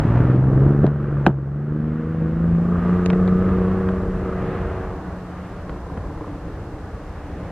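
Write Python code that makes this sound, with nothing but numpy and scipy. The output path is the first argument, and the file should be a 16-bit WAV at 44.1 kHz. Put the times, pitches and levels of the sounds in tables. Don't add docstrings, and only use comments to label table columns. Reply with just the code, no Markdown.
import sys
import numpy as np
from scipy.fft import rfft, irfft, next_fast_len
from scipy.io import wavfile
from scipy.ndimage import uniform_filter1d, map_coordinates

SR = 44100
rng = np.random.default_rng(int(sys.argv[2]) if len(sys.argv) > 2 else 0)


def master_out(mix):
    frames = np.transpose(np.atleast_2d(mix))
    ceiling = np.clip(frames, -1, 1)
    pcm = np.round(ceiling * 32767).astype(np.int16)
    wavfile.write(sys.argv[1], SR, pcm)


N = 331191


def amp(db):
    return 10 ** (np.asarray(db) / 20)


def unit(x):
    return x / np.sqrt(np.mean(x ** 2) + 1e-20)


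def along(points, hz):
    point_hz, values = np.transpose(points)
    return np.interp(np.log(hz + 1), np.log(point_hz + 1), values)


def curves(rows):
    times_s, *columns = np.transpose(rows)
    return [np.interp(np.arange(N) / SR, times_s, column) for column in columns]


def wobble(rate):
    knots = rng.standard_normal(int(N * rate / SR) + 4)
    return map_coordinates(knots, [np.arange(N) * rate / SR])


def filtered(x, response):
    m = next_fast_len(N + SR // 2)
    return irfft(rfft(x, m) * response(np.fft.rfftfreq(m, 1 / SR)), m)[..., :N]


def body(modes):
    def response(f):
        total = 0
        for k, (centre, width, db) in enumerate(modes):
            total = total + (-1) ** k * amp(db) * 1j * f * width / (centre ** 2 - f ** 2 + 1j * f * width)
        return total
    return response


def soft_body(modes, corner_hz):
    return lambda hz: body(modes)(hz) / (1 + 1j * hz / corner_hz) ** 3


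def rush(spectrum, alike, gate=1):
    def mid_side(hz):
        turn = np.arccos(np.clip(along(alike, hz), -1, 1)) / 2
        return amp(along(spectrum, hz)) * [np.cos(turn), np.sin(turn)]
    mid, side = filtered(gate * rng.standard_normal((2, N)), mid_side)
    return unit(np.array([mid + side, mid - side]))


def tone(cycles, db, flutter_db):
    return np.sqrt(2) * amp(db + flutter_db * wobble(12)) * np.cos(2 * np.pi * cycles)


def burst(events, column, t60, rough, wide):
    out = np.zeros((2, N + SR))
    t = np.arange(SR // 10) / SR
    for row in events:
        noise = rng.standard_normal((2, len(t)))
        push = 1 - rough + rough * noise[0] + wide * noise[1] * np.array([[1], [-1]])
        level_db = row[1] + row[column] * (column > 1)
        start = round(row[0] * SR)
        out[:, start:start + len(t)] += amp(level_db - 60 * t / t60) * push / np.sqrt(t60 * SR)
    return out[:, :N]


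# start_s, firing_rate_hz, boom_db, overtones_db
ENGINE = [(0, 56, -26.5, -34.5), (.1, 58.3, -19, -28), (.2, 61.82, -15, -28.5), (.4, 64.85, -12.5, -26),
          (.6, 67, -11.5, -24.5), (.7, 71, -12.5, -20.5), (1.07, 71.9, -15.5, -27),
          (1.2, 69.64, -14, -26.5), (1.38, 68.83, -14.5, -24.5), (1.5, 69.27, -13.5, -26),
          (1.65, 73.9, -15, -30), (1.95, 77.9, -17.5, -27.5), (2.1, 80.23, -20, -32),
          (2.25, 80.37, -15.5, -31), (2.7, 87.04, -17.5, -29), (3.0, 89.55, -18, -26.5),
          (3.3, 91.85, -18.5, -30.5), (3.45, 92.46, -18.5, -31), (3.9, 93.76, -23.5, -31.5),
          (4.1, 92.8, -29, -37), (4.5, 93.2, -32, -35), (4.95, 92.6, -41, -39.5), (5.25, 89.6, -37, -65),
          (5.75, 89.35, -40, -42), (6.2, 88.1, -61.5, -51.5)]
CYLINDER_DB = [0, -4, -4]
# start_s, roar_db, clatter_over_roar_db, rumble_over_roar_db, drone_over_roar_db
ROAD = [(0, -26, -12.5, 1.5, -8), (.3, -24, -12.5, 1, -12.5), (.45, -22, -18, 1, -14),
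        (.75, -23.5, -13.5, 1.5, -11.5), (1.07, -23.5, -13, -1.5, -15), (1.4, -27, -14.5, -3, -10.5),
        (1.65, -26, -13, -1, -15), (2.0, -28.5, -9.5, 1, -12.5), (2.55, -30, -12, 5, -10.5),
        (2.9, -28.5, -10, -1, -9), (3.2, -27, -13.5, 1, -15), (3.7, -28, -11.5, 0, -9.5),
        (4.05, -29.5, -11, 3, -12.5), (4.45, -28.5, -11, -3, -9.5), (4.9, -31.5, -9.5, 2, -5.5),
        (5.3, -35, -9.5, -0.5, -8.5), (6.0, -33.5, -12.5, 2, -9.5), (6.7, -34.5, -12, 0.5, -9.5),
        (7.5, -36, -10, 2.5, -8)]


def truck():
    firing_hz, boom_db, overtone_db = curves(ENGINE)
    firings = np.cumsum(firing_hz) / SR + 0.018 * wobble(6)
    pipe = exhaust(firings, firing_hz, boom_db, overtone_db)
    count = np.floor(firings).astype(int)
    size = amp(np.array(CYLINDER_DB)[count % len(CYLINDER_DB)] + 1.5 * rng.standard_normal(2000)[count])
    strike = size * np.exp(-4.5 * (firings % 1))
    roar_db, clatter_db, rumble_db, drone_db = curves(ROAD)
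    rumble_db, clatter_db, drone_db = roar_db + rumble_db, roar_db + clatter_db, roar_db + drone_db
    near = amp(0.82 * (boom_db.clip(-45, -15) + 1.5))
    noise = road_noise(roar_db, clatter_db, rumble_db, drone_db, near * strike)
    puffs = np.diff(count, prepend=0) * size
    return pipe + noise + combustion_knock(puffs, near, clatter_db)


FIRING_ORDERS = [1, 3, 4, 5, 6]
ORDER_DB = [-5, 0.5, 0, -2, -4.5]
# pitch_hz, level_db
PASSAGE = [(55, -11), (70, 4), (170, 0.5), (205, -4), (230, 9.5), (252, -2), (280, -24.5), (300, 1),
           (325, 1.5), (345, -9), (372, 1.5), (420, -16), (460, 2.5), (485, 2), (510, -18.5), (560, -25.5)]
NEAR_SHARE, NEAR_S, CLEAR_S = 0.2, 0.8, 0.99
# start_s, level_db
SIDE_TONE = [(0, -23.5), (.2, -28), (.65, -61.5), (1.07, -40.5), (1.38, -35.5), (2.4, -26.5), (2.85, -30.5),
             (3.2, -59), (6.2, -57.5)]
SIDE_ORDER = 8 / 3
# thirds, level_over_shaft_db; then start_s, shaft_db
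SHAFT = [(4, -20.5), (5, -6), (7, -7), (10, -16), (11, -15.5), (13, -9.5), (14, -10.5), (16, -11.5),
         (17, -23), (19, -16.5), (20, -21.5), (21, -17)]
SHAFT_LEVEL = [(0, -29.5), (.35, -25.5), (.7, -23), (1.35, -32.5), (2.2, -34), (3.5, -33), (4.5, -38.5),
               (6.2, -63)]
# start_s, resonance_hz, level_db
COVER = [(2.45, 1151, -63), (2.65, 1176, -42.5), (2.78, 1229, -39.5), (2.95, 1180, -43), (3.05, 1236, -39),
         (3.09, 1210, -54), (3.18, 1215, -44), (3.21, 1219, -38), (3.26, 1242, -47), (3.31, 1254, -40),
         (3.43, 1290, -42.5), (3.5, 1244, -39), (3.6, 1134, -43.5), (4, 1140, -44.5), (4.1, 1266, -61),
         (4.25, 1268, -43), (4.7, 1260, -50), (4.95, 1100, -49), (5.2, 1103, -65)]


def exhaust(firings, firing_hz, boom_db, overtone_db):
    share = np.interp(np.arange(N) / SR, [NEAR_S, CLEAR_S], [NEAR_SHARE, 1])
    levels = []
    for order, db in zip(FIRING_ORDERS, ORDER_DB):
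        colour_db = share * along(PASSAGE, order * firing_hz)
        levels.append((order, overtone_db + db + colour_db + 0.97 * wobble(4.6)))
    levels.append((2, boom_db + 0.6 * wobble(6)))
    levels.append((SIDE_ORDER, curves(SIDE_TONE)[0]))
    pipe = np.zeros(N)
    for order, db in levels:
        drift = (0.02 + 0.04 * share) * wobble(12)
        pipe -= tone(order * firings + drift, db, flutter_db=1.2)

    turns = firings / len(CYLINDER_DB)
    shaft_db, = curves(SHAFT_LEVEL)
    for third, db in SHAFT:
        pipe -= tone(round(third) * turns + 0.07 * wobble(6.6), shaft_db + db, flutter_db=2)

    cover_hz, cover_db = curves(COVER)
    for third in range(33, 46):
        off = (third * firing_hz / len(CYLINDER_DB) - cover_hz) / 75
        db = cover_db - 6.9 * (third % len(CYLINDER_DB) > 0)
        pipe += tone(third * turns + 0.12 * wobble(8), db, flutter_db=1.0) / (1 + off ** 2)
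    return pipe


# pitch_hz, width_hz, level_db
BLOCK = [(1200, 410, 1.5), (1590, 580, -0.5)]
KNOCK_DB = 1


def combustion_knock(puffs, near, clatter_db):
    ringing = unit(filtered(puffs, lambda hz: body(BLOCK)(hz) ** 2))
    return near * amp(clatter_db + KNOCK_DB) * ringing


# pitch_hz, level_db
RUMBLE = [(12, -33.5), (20, -7.5), (31, -4), (43, -4.5), (65, -1), (97, -2.5), (113, -14.5), (130, -20),
          (170, -40), (290, -120)]
ROAR = [(65, -32.5), (110, 1), (140, -2), (173, 1), (237, -10.5), (296, -2), (372, -9), (456, -7),
        (600, -11), (900, -43.5), (2200, -120)]
DRONE = [(350, -40.5), (520, -11.5), (650, -2.5), (800, -3.5), (950, -7), (1100, -9.5), (1400, -40.5),
         (2200, -120)]
CLATTER = [(600, -41.5), (900, -10.5), (1050, -4.5), (1150, 0.5), (1240, 0.5), (1320, -1.5), (1450, -2),
           (1660, -5), (1900, -11.5), (2470, -55), (4180, -120)]
TICKING = [(1000, -27), (1700, -6), (2000, -5), (2400, -11), (2750, -12.5), (3100, -17.5), (3600, -22.5),
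           (5000, -34), (9000, -50.5), (15000, -58)]
TICKING_DB = -10
# pitch_hz, left_right_correlation
ALIKE = [(70, 1), (200, .9996), (1200, .997), (2500, 0.85), (5000, 0.7)]


def road_noise(roar_db, clatter_db, rumble_db, drone_db, strike):
    gust = wobble(3.07)
    road = amp(rumble_db + 0.5 * wobble(3.1) + 0.31 * gust) * rush(RUMBLE, ALIKE)
    level = amp(roar_db + 0.74 * gust + 1.1 * wobble(12))
    road = road + level * rush(ROAR, ALIKE, 0.3 + 1.6 * strike)
    level = amp(drone_db + 0.6 * gust + 0.6 * wobble(11))
    road = road + level * rush(DRONE, ALIKE, 0.4 + 1.3 * strike)
    level = amp(clatter_db + 0.46 * gust + 0.8 * wobble(12))
    road = road + level * rush(CLATTER, ALIKE, 0.3 + 2 * strike)
    level = amp(clatter_db + TICKING_DB + 2.0 * gust + 0.66 * wobble(8.6))
    return road + level * rush(TICKING, ALIKE, 0.68 + 1.0 * strike)


# start_s, peak_db, low_thud_db, bright_crack_db
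BLOWS = [(.829, -16, 0, -34.5), (.8418, 4, 5.5, -28.5), (.852, -12, 9.5, -17), (.865, -11, -7.5, -8.5),
         (.874, -2.5, 4, -22), (.888, -5.5, -2.5, -37), (1.2648, 8.5, -23, -1), (1.2693, 9.5, 3.5, -23.5),
         (1.2775, -7.5, 2.5, -15), (1.2905, -5, 5, -23), (1.304, -8.5, 5, -24.5)]
# pitch_hz, width_hz, level_db
PANEL = [(179, 70, 5), (366, 85, 2), (465, 190, -4), (680, 170, -4.5), (855, 82, -15.5)]
LATCH = [(803, 180, 7), (1000, 170, 5.5), (1465, 240, 4.5), (1990, 440, -7), (2530, 900, -5.5),
         (3900, 1400, -21), (5400, 2100, -31.5), (8000, 2200, -42)]


def door_blows():
    push = burst(BLOWS, column=2, t60=0.0019, rough=0.037, wide=0.04)
    thud = amp(29.0) * filtered(push, soft_body(PANEL, corner_hz=1880))
    push = burst(BLOWS, column=2, t60=0.081, rough=1.0, wide=0.05)
    shudder = amp(30.0) * filtered(push, soft_body(PANEL, corner_hz=2500))
    push = burst(BLOWS, column=3, t60=0.0009, rough=0.021, wide=0.03)
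    crack = amp(27.5) * filtered(push, soft_body(LATCH, corner_hz=3580))
    push = burst(BLOWS, column=3, t60=0.032, rough=0.83, wide=0.12)
    rattle = amp(26.0) * filtered(push, soft_body(LATCH, corner_hz=12000))
    push = burst(BLOWS, column=3, t60=0.14, rough=0.98, wide=0.03)
    dull_rattle = amp(38) * filtered(push, soft_body(LATCH, corner_hz=750))
    return thud + shudder + crack + rattle + dull_rattle


# start_s, peak_db, treble_db, low_knock_db, scuff_db
TICKS = [(.161, -35.5, -35, 15, 17.5), (.175, -31.5, -43.5, 13, 14.5), (.359, -31, -36, 21, 11),
         (.866, -24.5, 12.5, -11, 4.5), (3.0605, -24.5, 24.5, 8, 11), (3.102, -15, -10.5, 1, 10.5),
         (3.131, -27.5, -7.5, 17.5, 22.5), (3.2, -42, -21, 11, 26.5), (3.277, -26.5, 6.5, 8.5, 18.5),
         (3.284, -34.5, 13, -1, 14.5), (3.491, -35.5, -31.5, 0, 9.5), (3.888, -31, 4.5, 11, 22),
         (5.695, -32, -20.5, 13.5, 20), (5.974, -41, -16, 23.5, 28.5)]
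# pitch_hz, width_hz, level_db
TRIM = [(800, 240, -5.5), (1350, 1200, 13.5), (2770, 200, -2.5), (4300, 1200, -7.5)]
PADDING = [(600, 220, 1), (1120, 500, 0.5), (1780, 730, -4.5)]
SNAP = [(2000, 1100, 0.5), (4170, 1600, -1.5), (6300, 2200, -7.5), (10000, 3000, -23.5)]


def small_ticks():
    push = burst(TICKS, column=1, t60=0.0018, rough=0.3, wide=0.08)
    click = amp(21) * filtered(push, soft_body(TRIM, corner_hz=5000))
    push = burst(TICKS, column=1, t60=0.016, rough=0.98, wide=0.08)
    rustle = amp(22) * filtered(push, soft_body(TRIM, corner_hz=5500))
    push = burst(TICKS, column=4, t60=0.028, rough=0.98, wide=0.1)
    scuff = amp(30) * filtered(push, soft_body(PADDING, corner_hz=3800))
    push = burst(TICKS, column=3, t60=0.0047, rough=0.067, wide=0.03)
    knock = amp(27.5) * filtered(push, soft_body(PANEL, corner_hz=1900))
    push = burst(TICKS, column=2, t60=0.01, rough=0.8, wide=0.4)
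    snap = amp(15.5) * filtered(push, soft_body(SNAP, corner_hz=16000))
    return click + rustle + scuff + knock + snap


# start_s, end_s, level_near_300_hz_db, level_above_db
THROB = [(5.693, 6.27, -50, -44), (6.22, 6.52, -40, -61), (7.25, 7.4, -49, -65)]
THROB_HZ, THROB_EDGE_DB_PER_S = 29.08, 200
# pitch_hz, width_hz, level_db
FAR_LOW = [(298, 33, 0)]
FAR_HIGH = [(465, 35.4, -0.5), (587, 46, -5), (749.5, 60, -7), (1038, 67, 3)]


def throb():
    t = np.arange(N) / SR
    low = high = 0
    for start, end, low_db, high_db in THROB:
        edge_db = THROB_EDGE_DB_PER_S * np.maximum(start - t, t - end).clip(0)
        low = low + amp(low_db - edge_db)
        high = high + amp(high_db - edge_db)
    beat_count = np.floor(THROB_HZ * (np.arange(N + 1) / SR - THROB[0][0]))
    beats = np.diff(beat_count) * amp(2.2 * wobble(30))
    low_ring = unit(filtered(beats, lambda hz: body(FAR_LOW)(hz) ** 2))
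    high_ring = unit(filtered(beats, lambda hz: body(FAR_HIGH)(hz) / (1 + 1j * hz / 1400) ** 4))
    return low * low_ring + high * high_ring


# pitch_hz, level_db
HISS = [(120, -32), (300, 9), (600, 1.5), (1200, -4.5), (2000, -6.5), (3000, -7.5), (4200, -7),
        (6500, -11.5), (8000, -14.5), (10000, -18), (12000, -21.5), (14000, -28), (15000, -25.5),
        (15700, -33.5)]


def hiss():
    alike = [(2500, 0.05), (6000, 0.03), (12000, 0.16), (15000, 0.4)]  # pitch_hz, correlation
    return amp(-54.5) * rush(HISS, alike)


# pitch_hz, left_lead_radians; then pitch_hz, left_over_right_db
PORTS = [(60, 0), (150, -0.04), (400, 0.12), (700, -0.06), (2400, 0.1), (3100, 0.25), (4000, 0.8),
         (5000, 2.3), (6200, 3.2), (15000, 2.9)]
LEFT_DB = [(40, 0), (150, .2), (500, 0), (1200, -.3), (3000, 0)]


def scene():
    def port_response(hz):
        left_over_right = np.exp(1j * along(PORTS, hz)) * amp(along(LEFT_DB, hz))
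        return left_over_right ** np.array([[0.5], [-0.5]])
    sources = truck() + throb() + door_blows() + small_ticks()
    return filtered(sources, port_response) + hiss()


TOP_HZ = 15700


def record(dry):
    ceiling_db, recover_db_per_s, late = -4.5, 8, round(0.049 * SR)
    ramp = recover_db_per_s * np.arange(N) / SR
    need = np.minimum(0, ceiling_db - 20 * np.log10(np.abs(dry).max(0) + 1e-9))
    gain_db = np.minimum(0, ramp + np.minimum.accumulate(need - ramp))
    gain_db = uniform_filter1d(np.pad(gain_db, (late, 0))[:N], size=2600)
    x = dry * amp(gain_db)
    x = x / (1 + np.abs(x).max(0) ** 5) ** (1 / 5)
    return filtered(x, lambda hz: (hz < TOP_HZ) / np.sqrt(1 + (27 / (hz + 1)) ** 6))


dry = scene()
out = record(dry)
master_out(out)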